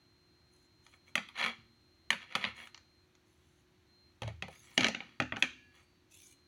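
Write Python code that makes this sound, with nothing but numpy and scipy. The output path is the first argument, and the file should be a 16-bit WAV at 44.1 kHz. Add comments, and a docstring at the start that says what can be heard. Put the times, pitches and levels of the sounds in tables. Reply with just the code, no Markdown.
"""Hands rub on a perforated plastic tray and pick it up; from about 1 s it scrapes and knocks, each
contact ringing its thin, well-damped walls. At 4.2 s it is lowered into a plastic pan on a wooden
floor and rattles into place, the heavy landings rocking the hollow pan. Let go at 5.5 s, it rings on
faintly, and a last scrape and rubs follow. Throughout, a small room answers, over a low hum and a
faint electric whine that comes and goes."""
import sys
import numpy as np
from scipy import signal
from scipy.fft import rfft, irfft
from scipy.io import wavfile
from scipy.ndimage import uniform_filter1d

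SR = 44100
rng = np.random.default_rng(int(sys.argv[2]) if len(sys.argv) > 2 else 0)


def dump_mix(stems):
    """Bounce the given channels to the path in sys.argv[1] as a 16-bit WAV at rate SR."""
    frames = np.atleast_2d(stems).T  # one column per channel
    limited = np.clip(frames, -1, 1)  # hard clip at full scale
    pcm = np.round(limited * 32767).astype(np.int16)
    wavfile.write(sys.argv[1], SR, pcm)


N = 285723
SHORT, LONG = 2048, 32768  # samples for a tick and for a long tail
FIRM_BLOW_DB = -26

# Plastic-on-plastic hits; knock() trims the three levels slightly: (time [s], ring level [dB],
# ring centre [Hz], weight [dB re ring], crack [dB re ring], top-octave lift of the crack [dB])
KNOCKS = [(0.865, -57, 2540, -21, -6, -2.5), (1.1541, -24, 2370, -20.5, -14, 6),
          (1.178, -31.5, 2230, -16.5, -18.5, -5), (1.2872, -48.5, 2500, -36, -16, 15),
          (1.377, -42.5, 2220, -20, -22, 2), (1.413, -36, 2200, -17.5, -24, 5),
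          (1.4403, -32.5, 2480, -18, -16, 7), (2.1042, -21, 2300, -27, -14.5, 5),
          (2.1287, -31.5, 2150, -17.5, -22.5, 10), (2.3232, -48, 2500, -27, -17, 3.5),
          (2.3521, -26, 2360, -19, -15.5, 4.5), (2.3569, -32.5, 2000, -12.5, -15, 7),
          (2.4405, -28, 2420, -20.5, -26, -4), (2.4494, -31, 2430, -21, -25, -3),
          (2.672, -50, 2540, -28, -12, -14.5), (2.745, -50, 3050, -33, -1.5, -26),
          (2.776, -56.5, 3000, -31, -2.5, -27.5), (3.1514, -69, 2440, -15, 1, -18.5),
          (4.2193, -41, 2220, -1, -11, 6), (4.2317, -44, 2770, -4, -11, -14),
          (4.2771, -47.5, 2760, 3, -7.5, -1), (4.423, -34.5, 2560, -11.5, -16.5, -4.5),
          (4.482, -52.5, 2210, 3, -9, 10), (4.777, -20, 2660, -12, -9.5, -8.5),
          (4.807, -28, 2410, -14.5, -8.5, -6.5), (4.8314, -34.5, 2350, -11, -7.5, -16),
          (4.844, -22, 2490, -15.5, -10.5, -13.5), (4.8669, -30.5, 2450, -13.5, -10.5, -4.5),
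          (4.884, -34.5, 2380, -5, -2, -9.5), (4.947, -33, 2500, -14, -16.5, -22.5),
          (5.0045, -38, 2220, -14.5, -34, -13.5), (5.201, -25, 2040, -11, -17.5, -8),
          (5.222, -41.5, 2330, -6, -8.5, -17), (5.3222, -32, 1810, -12, -34, -0.5),
          (5.361, -42.5, 2220, -24, -20.5, -11), (5.367, -37.5, 1895, -8, -15, -11.5),
          (5.424, -19.5, 2380, -23, -14.5, -5.5)]
def knocks():
    """All the tray's hits and its last ring, as one face radiates them."""
    out = np.zeros(N)
    for time, db, *tone in KNOCKS:
        focus_db, _ = voicing(time, db)
        add(out, time, knock(db, *tone, focus_db))
    add(out, 5.474, free_ring())  # the hands let go
    return out


def voicing(time, db, in_pan_s=4.6):
    """Ring fall-off an octave off centre [dB] and side note [Hz], in the hand or seated in the pan."""
    focus_db, note_hz = (5.5, 202) if time < in_pan_s else (14.5, 243)
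    force = undb(db - FIRM_BLOW_DB)
    return focus_db * force ** .35, note_hz * force ** .1  # harder blows ring purer, stiffen the sides


# The tray's thin, dry wall modes: (frequency [Hz], relative level [dB], t60 [s])
WALL = [(400.5, -5, 0.023), (526.5, -3.5, 0.039), (659, -2.5, .025), (809.4, -2, 0.033), (976, -3, 0.016),
        (1250, -4, 0.018), (1478, -1, 0.013), (1838, -0.5, .014), (2224, 0.5, .014), (2450, 2, .014),
        (2876, -1, 0.015), (3253, 1.5, 0.011), (3792, -6.5, 0.018), (4540, -8, 0.014)]
def knock(db, centre_hz, weight_db, crack_db, top_db, focus_db, contact_s=.0005, rim_s=.001211):
    """One hit in three layers, ring, body and crack; the spot struck favours some wall modes."""
    t = np.arange(SHORT) / SR
    hz = np.array(WALL)[:, 0]
    low = hz < 880
    press = 1 - np.exp(-(t / contact_s) ** 2)  # the plastic gives a little before the force peaks
    spot = rng.choice([-1, 1], len(hz)) * undb(1.2 * rng.standard_normal(len(hz)))
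    focus = undb(-focus_db * np.log2(hz / centre_hz) ** 2)
    wall = press * ring(WALL, spot * ~low * focus, SHORT, detune=.037)
    wall = band(wall, 850, 6000)
    add(wall, rim_s * rng.uniform(.6, 1.386), .77 * wall)  # the bending wave returns once from the rim
    body = band(ring(WALL, spot * low, SHORT, detune=.05), 350, 1100)
    return (set_attack(wall, db + .5)
            + set_attack(body, db + weight_db - 1)
            + set_attack(crack(press, top_db), db + crack_db + .23))


# EQ curve of a hit's sharp edge: (frequency [Hz], relative level [dB])
CRACK_EQ = [(2500, -22.5), (4300, 5), (5200, -5.5), (6100, 2.5), (7000, -3.5), (8200, -13.5), (10500, -7),
            (12800, -27.5), (15200, -21.5), (17000, -29.5)]
def crack(press, top_db, decay_s=.0024):
    """A snap of noise at contact: sharp edges reach into the top octave, flat faces do not."""
    t = np.arange(SHORT) / SR
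    hz, db = np.transpose(CRACK_EQ)
    lift_db = np.interp(hz, [6800, 9500], [0, top_db])
    burst = rng.standard_normal(SHORT) * press * np.exp(-t / decay_s)
    return colour(burst, np.column_stack([hz, db + lift_db]))


# The tray's lingering modes: (frequency [Hz], relative level [dB], t60 [s])
FREE_MODES = [(2370, -1.5, 0.77), (2420, -3.5, .7), (2730, -1, .85)]
def free_ring():
    """Let go after its last blow, the tray rings on faintly."""
    return set_attack(ring(FREE_MODES, np.ones(len(FREE_MODES)), LONG, detune=.004), db=-57.5)


# Hollow side-wall modes: (pitch [multiple of the side note], relative level [dB], t60 [s])
SIDE_MODES = [(.68, -7, 0.12), (.85, -2, .13), (1, 0.5, 0.17), (1.22, -1, 0.13), (1.38, -6, .07)]
def side_boom(boost_db=10):
    """The broad sides swing under the weight of each hit; their note moves with grip and seating."""
    out = np.zeros(N)
    for time, db, _, weight_db, *_ in KNOCKS:
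        _, note_hz = voicing(time, db)
        modes = np.array(SIDE_MODES) * [note_hz, 1, 1]
        rocking = min(undb(db - FIRM_BLOW_DB), 1) ** .31  # a light touch hardly rocks them
        add(out, time, rocking * swing(modes, db + weight_db + boost_db))
    return out


# Deep modes of the pan's bottom: (frequency [Hz], relative level [dB], t60 [s])
BOTTOM_MODES = [(75, -14, 0.7), (113, -2, .28), (136, -4.5, 0.16)]
# Thumps on the floor: (time [s], level before the soft onset [dB])
BUMPS = [(1.585, -54), (2.353, -52), (2.442, -46), (4.22, -35.5), (4.244, -30.5), (4.427, -46.5),
         (4.81, -38), (5.198, -36.5), (5.321, -43)]
def floor_bumps():
    """The pan's bottom bumps on the wooden floor."""
    out = np.zeros(N)
    for time, db in BUMPS:
        add(out, time, swing(BOTTOM_MODES, db))
    return out


def swing(modes, db, rise_s=.004):
    """A broad panel takes a moment to swing up under the weight."""
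    rise = 1 - np.exp(-np.arange(LONG) / SR / rise_s)
    gains = rng.uniform(.6, 1, len(modes))
    return rise * set_attack(ring(modes, gains, LONG, detune=.025), db)


# Strokes of the tray dragging over an edge: (start [s], length [s], level at the crest [dB])
SCRAPES = [(0.918, 0.039, -63), (1.06, 0.044, -65), (1.338, 0.2, -35), (1.563, 0.062, -68),
           (2.19, 0.075, -52), (2.252, 0.15, -54.5), (2.353, 0.18, -43.5), (2.526, .16, -51.5),
           (4.24, 0.078, -54), (4.486, .1, -61.5), (4.578, 0.23, -63.5), (4.765, .13, -36),
           (4.907, 0.3, -63.5), (5.699, 0.16, -66)]
def scrape(slips_per_s=900, catches_per_s=70, catch_db=10, spread_db=2.5, drum_db=-17):
    """Stick and slip: dense uneven ticks, some catching harder, ring four spots on the walls."""
    t = np.arange(N) / SR
    pressure = sum(undb(db) * np.sin(np.pi * np.clip((t - start) / length, 0, 1)) ** 1.6
                   for start, length, db in SCRAPES)
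    slips = (rng.random(N) < slips_per_s / SR) * 1.
    catches = np.cumsum(rng.uniform(.5, 1.5, 2000)) * SR / catches_per_s
    slips[catches[catches < N].astype(int)] = undb(catch_db)
    slips *= rng.choice([-1, 1], N) * undb(spread_db * rng.standard_normal(N))
    spots = rng.integers(0, 4, N)
    rasp = np.zeros(N)
    for spot in np.unique(spots):
        tick = knock(db=0, centre_hz=2480, weight_db=-17.5, crack_db=-19.5, top_db=3, focus_db=4)
        rasp += signal.oaconvolve(slips * (spots == spot), tick)[:N]
    drum = band(slips, 230, 235)  # the slips also set the broad sides drumming
    return (rasp / rms(rasp) + undb(drum_db) * drum / rms(drum)) * pressure


# Hands and rim sliding on smooth plastic: (start [s], length [s], level [dB])
RUBS = [(0.507, .14, -80.5), (0.823, 0.13, -76), (1.054, 0.042, -72.5), (1.363, 0.1, -61.5),
        (2.543, 0.13, -65.5), (3.251, 0.36, -82), (4.495, .29, -65.5), (5.37, 0.026, -62),
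        (5.726, .1, -75.5), (6.096, .22, -62)]
# EQ curve of their hiss: (frequency [Hz], relative level [dB])
RUB_EQ = [(1200, -21.5), (3200, 2), (5200, -11), (6200, 5.5), (7000, 0.5), (8400, -5.5), (9400, -4),
          (10500, 1.5), (12800, -17.5), (15300, -9.5)]
def rub(attack_s=.025, release_s=.03, grain_db=3, patchy_db=6):
    """Sliding friction: a grainy hiss whose narrow resonances come and go as the contact moves."""
    t = np.arange(N) / SR
    motion = np.zeros(N)
    for start, length, db in RUBS:
        ramps = np.minimum((t - start) / attack_s, 1 + (start + length - t) / release_s)
        motion += undb(db) * np.clip(ramps, 0, 1)
    grain = uniform_filter1d(rng.standard_normal(N), size=200)
    friction = rng.standard_normal(N) * undb(grain_db * grain / rms(grain))
    _, _, bands = signal.stft(friction, nperseg=512)
    patches = uniform_filter1d(rng.standard_normal(bands.shape), size=4, axis=0)  # across frequency
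    patches = uniform_filter1d(patches, size=10, axis=1)  # across time
    _, hiss = signal.istft(bands * undb(patchy_db * patches / rms(patches)))
    hiss = colour(hiss[:N], RUB_EQ)
    return hiss / rms(hiss) * motion


# Small-room reverb by band: (centre [Hz], level [dB re direct], t60 [s])
REVERB_BANDS = [(250, -6, 0.91), (554, 3, 0.13), (1274, -3.5, 0.32), (2500, -8.5, 0.37), (4930, -7, 0.46),
                (10300, -9, .25)]
def room(x, build_s=.002, near_t60_s=.11, near_db=3):
    """Quick reflections inside the pan, then the longer wash of the room."""
    t = np.arange(LONG) / SR
    log_hz = np.log(np.maximum(np.fft.rfftfreq(LONG, 1 / SR), 1))
    log_centres = np.log(np.array(REVERB_BANDS)[:, 0])
    spectrum = rfft(rng.standard_normal(LONG))
    build = 1 - np.exp(-(t / build_s) ** 2)
    response = np.zeros(LONG)
    for share, (_, db, t60) in zip(np.eye(len(REVERB_BANDS)), REVERB_BANDS):
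        fade = build * (undb(-60 * t / t60) + undb(near_db - 60 * t / near_t60_s))
        band_noise = irfft(spectrum * np.interp(log_hz, log_centres, share))
        response += undb(db) * fade / np.linalg.norm(fade) * band_noise
    return signal.fftconvolve(x, response)[:N]


# Spells of thin electric whine: (start [s], end [s], frequency [Hz], level [dB])
WHINES = [(-0.1, 3.1, 4156, -74.5), (3.85, 4.16, 4160, -69.5), (5.5, 5.78, 1691, -68.5),
          (4.5, 6.05, 4560, -82), (6.25, 6.7, 4156, -74.5)]
def whine(fade_s=.093):
    """Faint electric tones fade in and out."""
    t = np.arange(N) / SR
    return sum(undb(db) * wavering_tone(hz) * np.clip(np.minimum(t - start, end - t) / fade_s, 0, 1)
               for start, end, hz, db in WHINES)


# EQ curve of the room's air: (frequency [Hz], relative level [dB])
AIR_EQ = [(15, -53), (25, -27), (80, -2), (206, -13), (285, -11.5), (363, -14.5), (394, -22), (2110, -23.5),
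          (3520, -27.5), (4250, -23), (4870, -35), (6050, -30.5), (7920, -40), (10700, -40.5),
          (16000, -45.5)]
# Tones of the low hum: (frequency [Hz], level [dB])
HUM = [(317, -81.5), (361, -78)]
def room_tone(air_db=-69.5):
    """A steady bed of dark air noise and low hum."""
    air = undb(air_db) * colour(rng.standard_normal(N), AIR_EQ)
    return air + sum(undb(db) * wavering_tone(hz) for hz, db in HUM)


def wavering_tone(hz, waver_hz=2.8):
    """A sine of unit power whose pitch wanders slightly."""
    drift = uniform_filter1d(rng.standard_normal(N), size=4000)
    pitch_hz = hz + waver_hz * drift / rms(drift)
    return np.sqrt(2) * np.sin(2 * np.pi * np.cumsum(pitch_hz) / SR)


def ring(modes, gains, size, detune):
    """Damped modes; grip and load shift each a little from blow to blow."""
    hz, db, t60 = np.transpose(modes)[:, :, None]
    t = np.arange(size) / SR
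    hz = hz * (1 + detune * rng.standard_normal(hz.shape))
    return gains @ (undb(db - 60 * t / t60) * np.sin(2 * np.pi * hz * t))


def colour(x, curve):
    """Causal EQ along a (frequency [Hz], level [dB]) curve, scaled to unit power gain."""
    hz, db = np.transpose(curve)
    grid_hz = np.maximum(np.fft.rfftfreq(SHORT, 1 / SR), 1)
    gain = undb(np.interp(np.log(grid_hz), np.log(hz), db))
    cepstrum = irfft(np.log(gain))
    cepstrum[1:SHORT // 2] *= 2  # fold onto positive time for minimum phase
    cepstrum[SHORT // 2 + 1:] = 0
    response = irfft(np.exp(rfft(cepstrum)))
    return signal.fftconvolve(x, response / np.linalg.norm(response))[:len(x)]


def band(x, lo_hz, hi_hz):
    """Band-pass filter."""
    return signal.sosfilt(signal.butter(2, [lo_hz, hi_hz], "band", fs=SR, output="sos"), x)


def set_attack(x, db):
    """Scale x so that its first 5 ms sit at this level."""
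    return x * undb(db) / rms(x[:SR // 200])


def add(out, time, x):
    """Mix x into out from this time [s] on."""
    i = int(time * SR)
    out[i:i + len(x)] += x[:len(out) - i]


def undb(db):
    """Decibels to gain."""
    return 10 ** (np.asarray(db) / 20)


def rms(x):
    """Root mean square, never zero."""
    return np.sqrt(np.mean(x ** 2)) + 1e-12


def scene(faces=2, hollow_send_db=-8.5):
    """One wall is heard directly; the other faces feed the room, each with its own mix of modes."""
    sliding = scrape() + rub()
    hollow = band(side_boom() + floor_bumps(), 52, 900)
    knock_wash = sum(room(knocks()) for _ in range(faces)) / np.sqrt(faces)
    direct = knocks() + sliding + hollow
    wash = knock_wash + room(sliding + undb(hollow_send_db) * hollow)
    return (direct + wash + room_tone() + whine())[None]


def record(dry, top_hz=16300):
    """A steep high cut on the whole mix."""
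    return signal.sosfilt(signal.ellip(8, .2, 70, top_hz, fs=SR, output="sos"), dry)


dry = scene()
out = record(dry)
dump_mix(out)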